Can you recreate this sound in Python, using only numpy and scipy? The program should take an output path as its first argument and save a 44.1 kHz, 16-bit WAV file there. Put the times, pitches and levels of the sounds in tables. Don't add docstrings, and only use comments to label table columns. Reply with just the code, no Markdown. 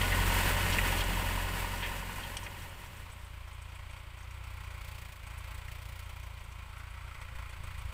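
import sys
import numpy as np
from scipy import signal
from scipy.fft import rfft, irfft, next_fast_len
from scipy.io import wavfile
from scipy.ndimage import map_coordinates

SR = 44100
rng = np.random.default_rng(int(sys.argv[2]) if len(sys.argv) > 2 else 0)


def transcribe(u):
    v = np.clip(np.atleast_2d(u).T, -1, 1)
    q = np.round(v * 32767).astype(np.int16)
    wavfile.write(sys.argv[1], SR, q)


N = 349713

# f/Hz, density/dB
BUFFET_SPECTRUM = [(10, 4), (22, 0), (50, 1), (70, -1), (120, -5), (200, -26), (500, -60)]
# t/s, level/dB, half length/s
GUSTS = [(7.33, -51, 0.17), (7.646, -41.5, 0.048), (7.9, -47, 0.17)]
# t/s, relative level/dB
CLINKS = [(2.369, -27.5)]
# f/Hz, level/dB, t60/s
FRAME_MODES = [(2380, -4, 0.045), (2940, 0, 0.063), (3200, 3, 0.038), (4770, -14, 0.046), (6240, -11, .04),
               (8250, -1, 0.04), (8550, -8, .05), (9830, -6, 0.043)]
# t/s, relative level/dB, upper tone's power share
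CHIRPS = [(2.989, -60, 0.6), (3.115, -55, .2), (3.745, -56.5, .2), (6.9, -62, .5), (7.13, -65, 0.7),
          (7.21, -62, .1)]
# t/s, level/dB, crunch centre/Hz, swell/s, t60/s
STONE_HITS = [(.012, -36.5, 2780, .005, .06), (.12, -30.5, 1900, .005, .09),
              (.341, -35, 14120, .001, 0.031), (.606, -32, 2610, 0.0022, .04),
              (.722, -36, 3800, .015, 0.078), (.785, -25, 2090, .0007, .035), (.794, -39, 2000, .002, .05),
              (.85, -44, 2300, .004, .05), (.881, -29, 2000, .002, 0.033), (.98, -42, 3850, .006, .07),
              (1.005, -35, 3180, .004, 0.061), (1.036, -43, 8000, .003, 0.054),
              (1.818, -36, 2300, .03, 0.17), (2.158, -49, 11400, .001, .037),
              (2.232, -45, 3000, .005, 0.087), (2.368, -41.5, 4440, 0.00088, 0.062),
              (2.43, -51.5, 6000, .008, 0.078), (2.464, -41, 2040, 0.0018, .06),
              (3.617, -58.5, 7950, .003, .07), (3.745, -57, 2470, .006, .1), (4.305, -62, 6250, .003, .08),
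              (4.437, -64, 5600, .003, 0.091), (4.707, -62, 6300, .002, .08),
              (5.122, -59, 6080, .002, 0.063), (5.267, -58, 7500, .002, .08),
              (5.377, -55, 11400, .003, .09), (5.543, -59, 7900, .002, .08),
              (5.682, -49.5, 2350, .0007, .05), (6.232, -61, 5780, .002, .08),
              (6.52, -60.5, 6000, .002, 0.07), (6.778, -60, 11400, .002, .07),
              (7.353, -61, 8430, .002, 0.073), (7.493, -58.5, 8430, .002, 0.07),
              (7.637, -55, 8440, .002, 0.061), (7.709, -48, 2210, .0007, 0.046),
              (7.781, -56.5, 8400, .003, .11)]
# f/Hz, width/Hz, level/dB
DISC_MODES = [(1900, 250, 9), (2620, 490, 1.5), (3190, 115, 3.5), (4240, 140, -3), (5670, 390, -0.5),
              (6530, 250, -7), (7720, 200, 0.5), (8460, 150, 5.5), (10940, 400, -5.5)]
# f/Hz, density/dB
SOIL_SPECTRUM = [(100, 4), (190, -0.5), (290, 2), (390, -7), (700, -7), (1000, -4.5), (1350, -4),
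                 (1950, 0.5), (2350, -2.5), (2850, -3.5), (3600, -10), (6200, -16.5), (8300, -11),
                 (9800, -16), (15500, -13.5)]
CLATTER_SPECTRUM = [(130, 9), (215, -5.5), (310, -6), (440, -7), (620, -1.5), (740, -4), (1020, 3),
                    (1400, -3), (1730, -5), (2350, -4.5), (3100, -3), (4000, -12), (6000, -19.5),
                    (8100, -17.5), (12000, -23.5)]
HISS_SPECTRUM = [(500, -24), (2000, 9.5), (4600, 1.5), (5700, -2.5), (8000, -0.5), (12500, -3), (15500, 2)]
# delay/s, gain
ECHOES = [(.0019, 0.015), (.0031, 0.039), (.0053, 0.22)]
# t/s, firing rate/Hz
FAR_FIRING_HZ = [(2.8, 32.59), (3.27, 28.25), (4.24, 29.16), (4.44, 31.3), (4.72, 28.5), (4.97, 29.37),
                 (5.21, 27.16), (5.33, 28.95), (6.2, 29.26), (6.39, 27.6), (7.14, 29.26), (7.93, 27.22)]
NEAR_FIRING_HZ = [(0.0, 44.97), (0.57, 45.31), (0.74, 44.11), (2.13, 44.77), (2.6, 44.02)]
# multiple of firing rate, relative level/dB
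FAR_ORDERS = [(1.0, -6), (1.5, -4), (2.0, 6), (3.0, 4.5), (4.0, -3.5), (5.0, -16)]
NEAR_ORDERS = [(0.75, -25), (1.0, 3), (1.25, -13), (2.0, -1.5), (2.25, -11.5), (3.25, -18), (3.5, -20.5),
               (4.0, -27), (5.0, -21.5), (9.0, -23.5)]
FAR_CYLINDERS_DB = [0.7, -0.13, -1.8, 1]
NEAR_CYLINDERS_DB = [-2, 1, -1.7, -4.5]
# t/s, level/dB
FAR_LOAD_DB = [(2.75, -11.5), (3.1, -5.5), (3.5, -3.5), (3.85, -2.5), (4.1, -4.5), (4.35, -2.5),
               (4.92, -0.5), (5.16, -6.5), (5.32, -0.5), (6.15, -2), (6.45, -4), (7.2, -3.5), (7.93, 0)]
PUFF_HISS_DB = [(2.8, -68.5), (3.4, -70), (4.15, -70), (4.52, -58.5), (4.7, -63), (4.87, -56), (5.01, -54),
                (5.25, -62.5), (5.7, -55.5), (6.03, -57.5), (6.35, -63.5), (6.9, -70), (7.45, -65),
                (7.87, -60.5)]
# t/s, relative level/dB
PANEL_RING_DB = [(3.3, -4.5), (4.1, -2), (4.55, 0), (4.9, -1.5), (5.17, -1.5), (5.4, -0.5), (5.95, -3),
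                 (6.7, -2), (7.8, -1)]
COVER_RING_DB = [(4.0, -16), (6.62, -22), (6.73, -1), (7.2, -1), (7.93, -6)]
# f/Hz, width/Hz, level/dB
PANEL_MODES = [(520, 36, -8), (857, 9.6, 3), (1050, 34, 2.5), (1393, 91, -2.5), (1577, 56, -6),
               (1955, 95, -3.5), (2170, 97, -1), (2430, 160, -2), (4650, 140, -15.5), (7850, 230, -18),
               (8630, 200, -20.5)]
COVER_MODES = [(930, 130, -13.5), (1344, 250, -4.5), (1560, 200, -7), (2070, 240, -8.5)]
BLOCK_MODES = [(404.5, 17, -9), (443, 34, -5.5), (561, 90, -3), (817, 32, -0.5), (916, 57, -1.5),
               (1044, 16.6, 5), (1199, 21, -2.5), (1452, 33, -0.5), (1778, 55, -2.5), (2013, 79, -4.5),
               (2556, 150, -6), (2940, 38, -0.5), (3263, 33, -5), (4250, 61, -13.5), (4660, 110, -14.5)]


def from_db(db):
    return 10 ** (np.asarray(db) / 20)


def unit_rms(x):
    return x / np.sqrt(np.mean(x ** 2) + 1e-20)


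def noise(samples=N):
    return rng.standard_normal(samples)


def curve(rows):
    return np.interp(np.arange(N) / SR, *np.transpose(rows))


def colour(x, spectrum):
    hz, db = np.transpose(spectrum)
    size = next_fast_len(N + 8192)
    bins_hz = np.maximum(np.arange(size // 2 + 1) * SR / size, 1)
    gain = from_db(np.interp(np.log(bins_hz), np.log(hz), db))
    return unit_rms(irfft(rfft(x, size) * gain, size)[:N])


def drift(corner_hz):
    hop, settle = 40, 2000
    r = np.exp(-2 * np.pi * corner_hz * hop / SR)
    slow = signal.lfilter([1], [1, -2 * r, r * r], noise(N // hop + settle + 2))[settle:]
    return np.interp(np.arange(N) / hop, np.arange(len(slow)), unit_rms(slow))


def resonate(x, hz, width_hz):
    r = np.exp(-np.pi * width_hz / SR)
    feedback = [1, -2 * r * np.cos(2 * np.pi * hz / SR), r * r]
    return signal.lfilter(np.array([1, 0, -1]) * (1 - r * r) / 2, feedback, x)


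def body(x, modes):
    return unit_rms(sum((-1) ** k * from_db(db) * resonate(x, hz, width_hz)
                        for k, (hz, width_hz, db) in enumerate(modes)))


def reflect(x):
    n = np.arange(N)
    return x + sum(gain * np.interp(n - np.round(delay_s * SR), n, x, left=0)
                   for delay_s, gain in ECHOES)


def blend(a, b, share):
    return np.sqrt(1 - share) * a + np.sqrt(share) * b


def add(out, at_s, sound):
    i = int(at_s * SR)
    out[i:i + len(sound)] += sound[:N - i]


def wind(near_gain):
    t = np.arange(N) / SR
    gusts = sum(from_db(db) * np.exp(-((t - at_s) / half_s) ** 2) for at_s, db, half_s in GUSTS)
    strength = from_db(-57) + near_gain * from_db(-52.5) + gusts
    return strength * from_db(1.7 * drift(9.3)) * colour(noise(), BUFFET_SPECTRUM)


def frame_clinks():
    out, t = np.zeros(N), np.arange(SR // 4) / SR
    for at_s, db in CLINKS:
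        for hz, mode_db, t60_s in FRAME_MODES:
            ring = np.sin(2 * np.pi * hz * t) * from_db(-60 * t / t60_s)
            add(out, at_s, from_db(db + mode_db - 9 + rng.normal(0, 1.1)) * ring)
    return out


def bearing_chirps(tones_hz=(8070, 10830), swell_s=0.0084):
    out, t = np.zeros(N), np.arange(SR // 4) / SR
    envelope = t / swell_s * np.exp(1 - t / swell_s)
    for at_s, db, upper_share in CHIRPS:
        low, high = (unit_rms(resonate(noise(len(t)), hz, width_hz=180)) for hz in tones_hz)
        add(out, at_s, from_db(db - 3) * blend(low, high, upper_share) * envelope)
    return out


def pebble_hits(near_gain, per_s=7, spread_db=5, spread_octaves=0.59, swell_s=0.0015, t60_s=0.067):
    hits = []
    for when, size, pitch in rng.random((int(per_s * N / SR), 3)):
        mean_db = 20 * np.log10(near_gain[int(when * N)] * from_db(-50.5) + from_db(-65))
        hz = 6160 * 2 ** (spread_octaves * (2 * pitch - 1))
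        hits.append((when * N / SR, mean_db + spread_db * (2 * size - 1), hz, swell_s, t60_s))
    return hits


def stones(near_gain):
    out, t = np.zeros(N), np.arange(SR // 4) / SR
    for at_s, db, hz, swell_s, t60_s in list(STONE_HITS) + pebble_hits(near_gain):
        band_hz = 0.74 * hz
        crunch = resonate(resonate(noise(len(t)), hz, band_hz), hz, band_hz)
        ring = sum(from_db(mode_db) * resonate(crunch, mode_hz, width_hz)
                   for mode_hz, width_hz, mode_db in DISC_MODES)
        envelope = (1 - np.exp(-t / swell_s)) * from_db(-60 * t / t60_s)
        knock = unit_rms(ring + from_db(-10) * crunch) * envelope / envelope.max()
        add(out, at_s, from_db(db) * knock)
    return out


def grit(per_s, spread_db):
    sizes = from_db(spread_db * np.minimum(rng.exponential(1, N), 4))
    return unit_rms(noise() * sizes * (rng.random(N) < per_s / SR))


def firings(firing_hz, start_count):
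    return start_count + np.cumsum(curve(firing_hz)) / SR, np.mean(firing_hz, axis=0)[1]


def bursts(fired, cylinders_db, rise_periods, decay_periods, rough_db):
    number, age = fired.astype(int), fired % 1
    strength = from_db(np.array(cylinders_db)[number % 4] + rough_db * noise(number.max() + 1)[number])
    return unit_rms(strength * (1 - np.exp(-age / rise_periods)) ** 2 * np.exp(-age / decay_periods))


def rattle(fired, firing_hz, repeat_share):
    size = int(4 * SR / firing_hz)
    pattern = map_coordinates(noise(size), [fired / 4 % 1 * size], order=3, mode="grid-wrap")
    return blend(noise(), pattern, repeat_share)


def exhaust(fired, orders, waver_db, bass_cut_db=0, lag_periods=0.202):
    out = 0
    for multiple, db in orders:
        level_db = db + waver_db * drift(3) - bass_cut_db * (multiple <= 1)
        out -= from_db(level_db) * np.cos(2 * np.pi * multiple * (fired - lag_periods))
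    return out / np.sqrt(sum(from_db(db) ** 2 for _, db in orders) / 2)


def far_clatter(fired, firing_hz, beat):
    blows = blend(noise(), rattle(fired, firing_hz, repeat_share=0.44) * beat, 0.3)
    panels = from_db(curve(PANEL_RING_DB)) * body(noise() * (1.1 + beat), PANEL_MODES)
    cover = from_db(curve(COVER_RING_DB)) * body(noise() * (0.5 + beat), COVER_MODES)
    return from_db(1) * colour(blows, CLATTER_SPECTRUM) + panels + cover


def exhaust_puffs(fired, beat):
    spit = grit(per_s=7600, spread_db=5)
    spit *= bursts(fired + 0.091, FAR_CYLINDERS_DB, rise_periods=0.18, decay_periods=0.17, rough_db=3.5)
    return from_db(curve(PUFF_HISS_DB)) * colour(blend(noise() * beat, spit, 0.3), HISS_SPECTRUM)


def far_tractor():
    fired, firing_hz = firings(FAR_FIRING_HZ, start_count=3.563)
    load_db = curve(FAR_LOAD_DB)
    chug = from_db(-42.5 + load_db) * exhaust(fired, FAR_ORDERS, waver_db=0.7)
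    beat = bursts(fired + 0.16, FAR_CYLINDERS_DB, rise_periods=0.085, decay_periods=0.4, rough_db=1.8)
    clatter = from_db(-53 + 0.57 * load_db) * far_clatter(fired, firing_hz, beat)
    puffs = exhaust_puffs(fired, beat)
    leaves = from_db(-73) * colour(noise(), HISS_SPECTRUM)
    soil = from_db(-66.5) * colour(grit(per_s=5000, spread_db=-0.5), SOIL_SPECTRUM)
    return chug + reflect(clatter + puffs + soil + leaves)


def fan(fired, ratio=4.05):
    return from_db(-14 + 2 * drift(3.2)) * np.sin(2 * np.pi * ratio * fired)


def piston_ping(fired, lead_periods=0.082):
    slap = noise() * bursts(fired + lead_periods, NEAR_CYLINDERS_DB,
                            rise_periods=0.019, decay_periods=0.094, rough_db=1.6)
    return unit_rms(resonate(resonate(slap, hz=925, width_hz=127), hz=1012, width_hz=190))


def block_knock(fired, firing_hz):
    blows = rattle(fired, firing_hz, repeat_share=0.45)
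    beat = bursts(fired, NEAR_CYLINDERS_DB, rise_periods=0.04, decay_periods=0.44, rough_db=0)
    return body(blows * (1.4 + beat), BLOCK_MODES)


def soil_grind(fired, firing_hz):
    crumbs = blend(rattle(fired, firing_hz, repeat_share=0.56), grit(per_s=6000, spread_db=0.5), 0.39)
    return colour(crumbs * from_db(1.28 * drift(9.6)), SOIL_SPECTRUM)


def near_tractor(bass_cut_db_per_s=1.3):
    t = np.arange(N) / SR
    fired, firing_hz = firings(NEAR_FIRING_HZ, start_count=3.541)
    drone = exhaust(fired, NEAR_ORDERS, waver_db=1, bass_cut_db=bass_cut_db_per_s * t)
    hum = fan(fired)
    knock = from_db(-3.5) * block_knock(fired, firing_hz)
    soil = from_db(-0.5) * soil_grind(fired, firing_hz)
    ping = from_db(-9.5) * piston_ping(fired)
    return from_db(-30.5) * (drone + hum) + from_db(-33) * reflect(knock + soil + ping)


def scene():
    t = np.arange(N) / SR
    recede_db_per_s, fade_out_at_s, fade_out_s = 1.72, 0.79, 2.86
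    fade_in_at_s, fade_in_s = 1.7, 1
    fade_out = np.clip(1 - (t - fade_out_at_s) / fade_out_s, 0, 1) ** 1.305
    near_gain = from_db(-recede_db_per_s * t) * fade_out
    far_gain = np.clip((t - fade_in_at_s) / fade_in_s, 0, 1)
    tractor = near_gain * near_tractor() + far_gain * far_tractor()
    harrow = stones(near_gain) + frame_clinks() + bearing_chirps()
    return (tractor + harrow + wind(near_gain))[None]


def record(dry):
    cutoff_hz = 15520
    return signal.sosfilt(signal.ellip(12, 0.1, 90, cutoff_hz, fs=SR, output="sos"), dry)


dry = scene()
out = record(dry)
transcribe(out)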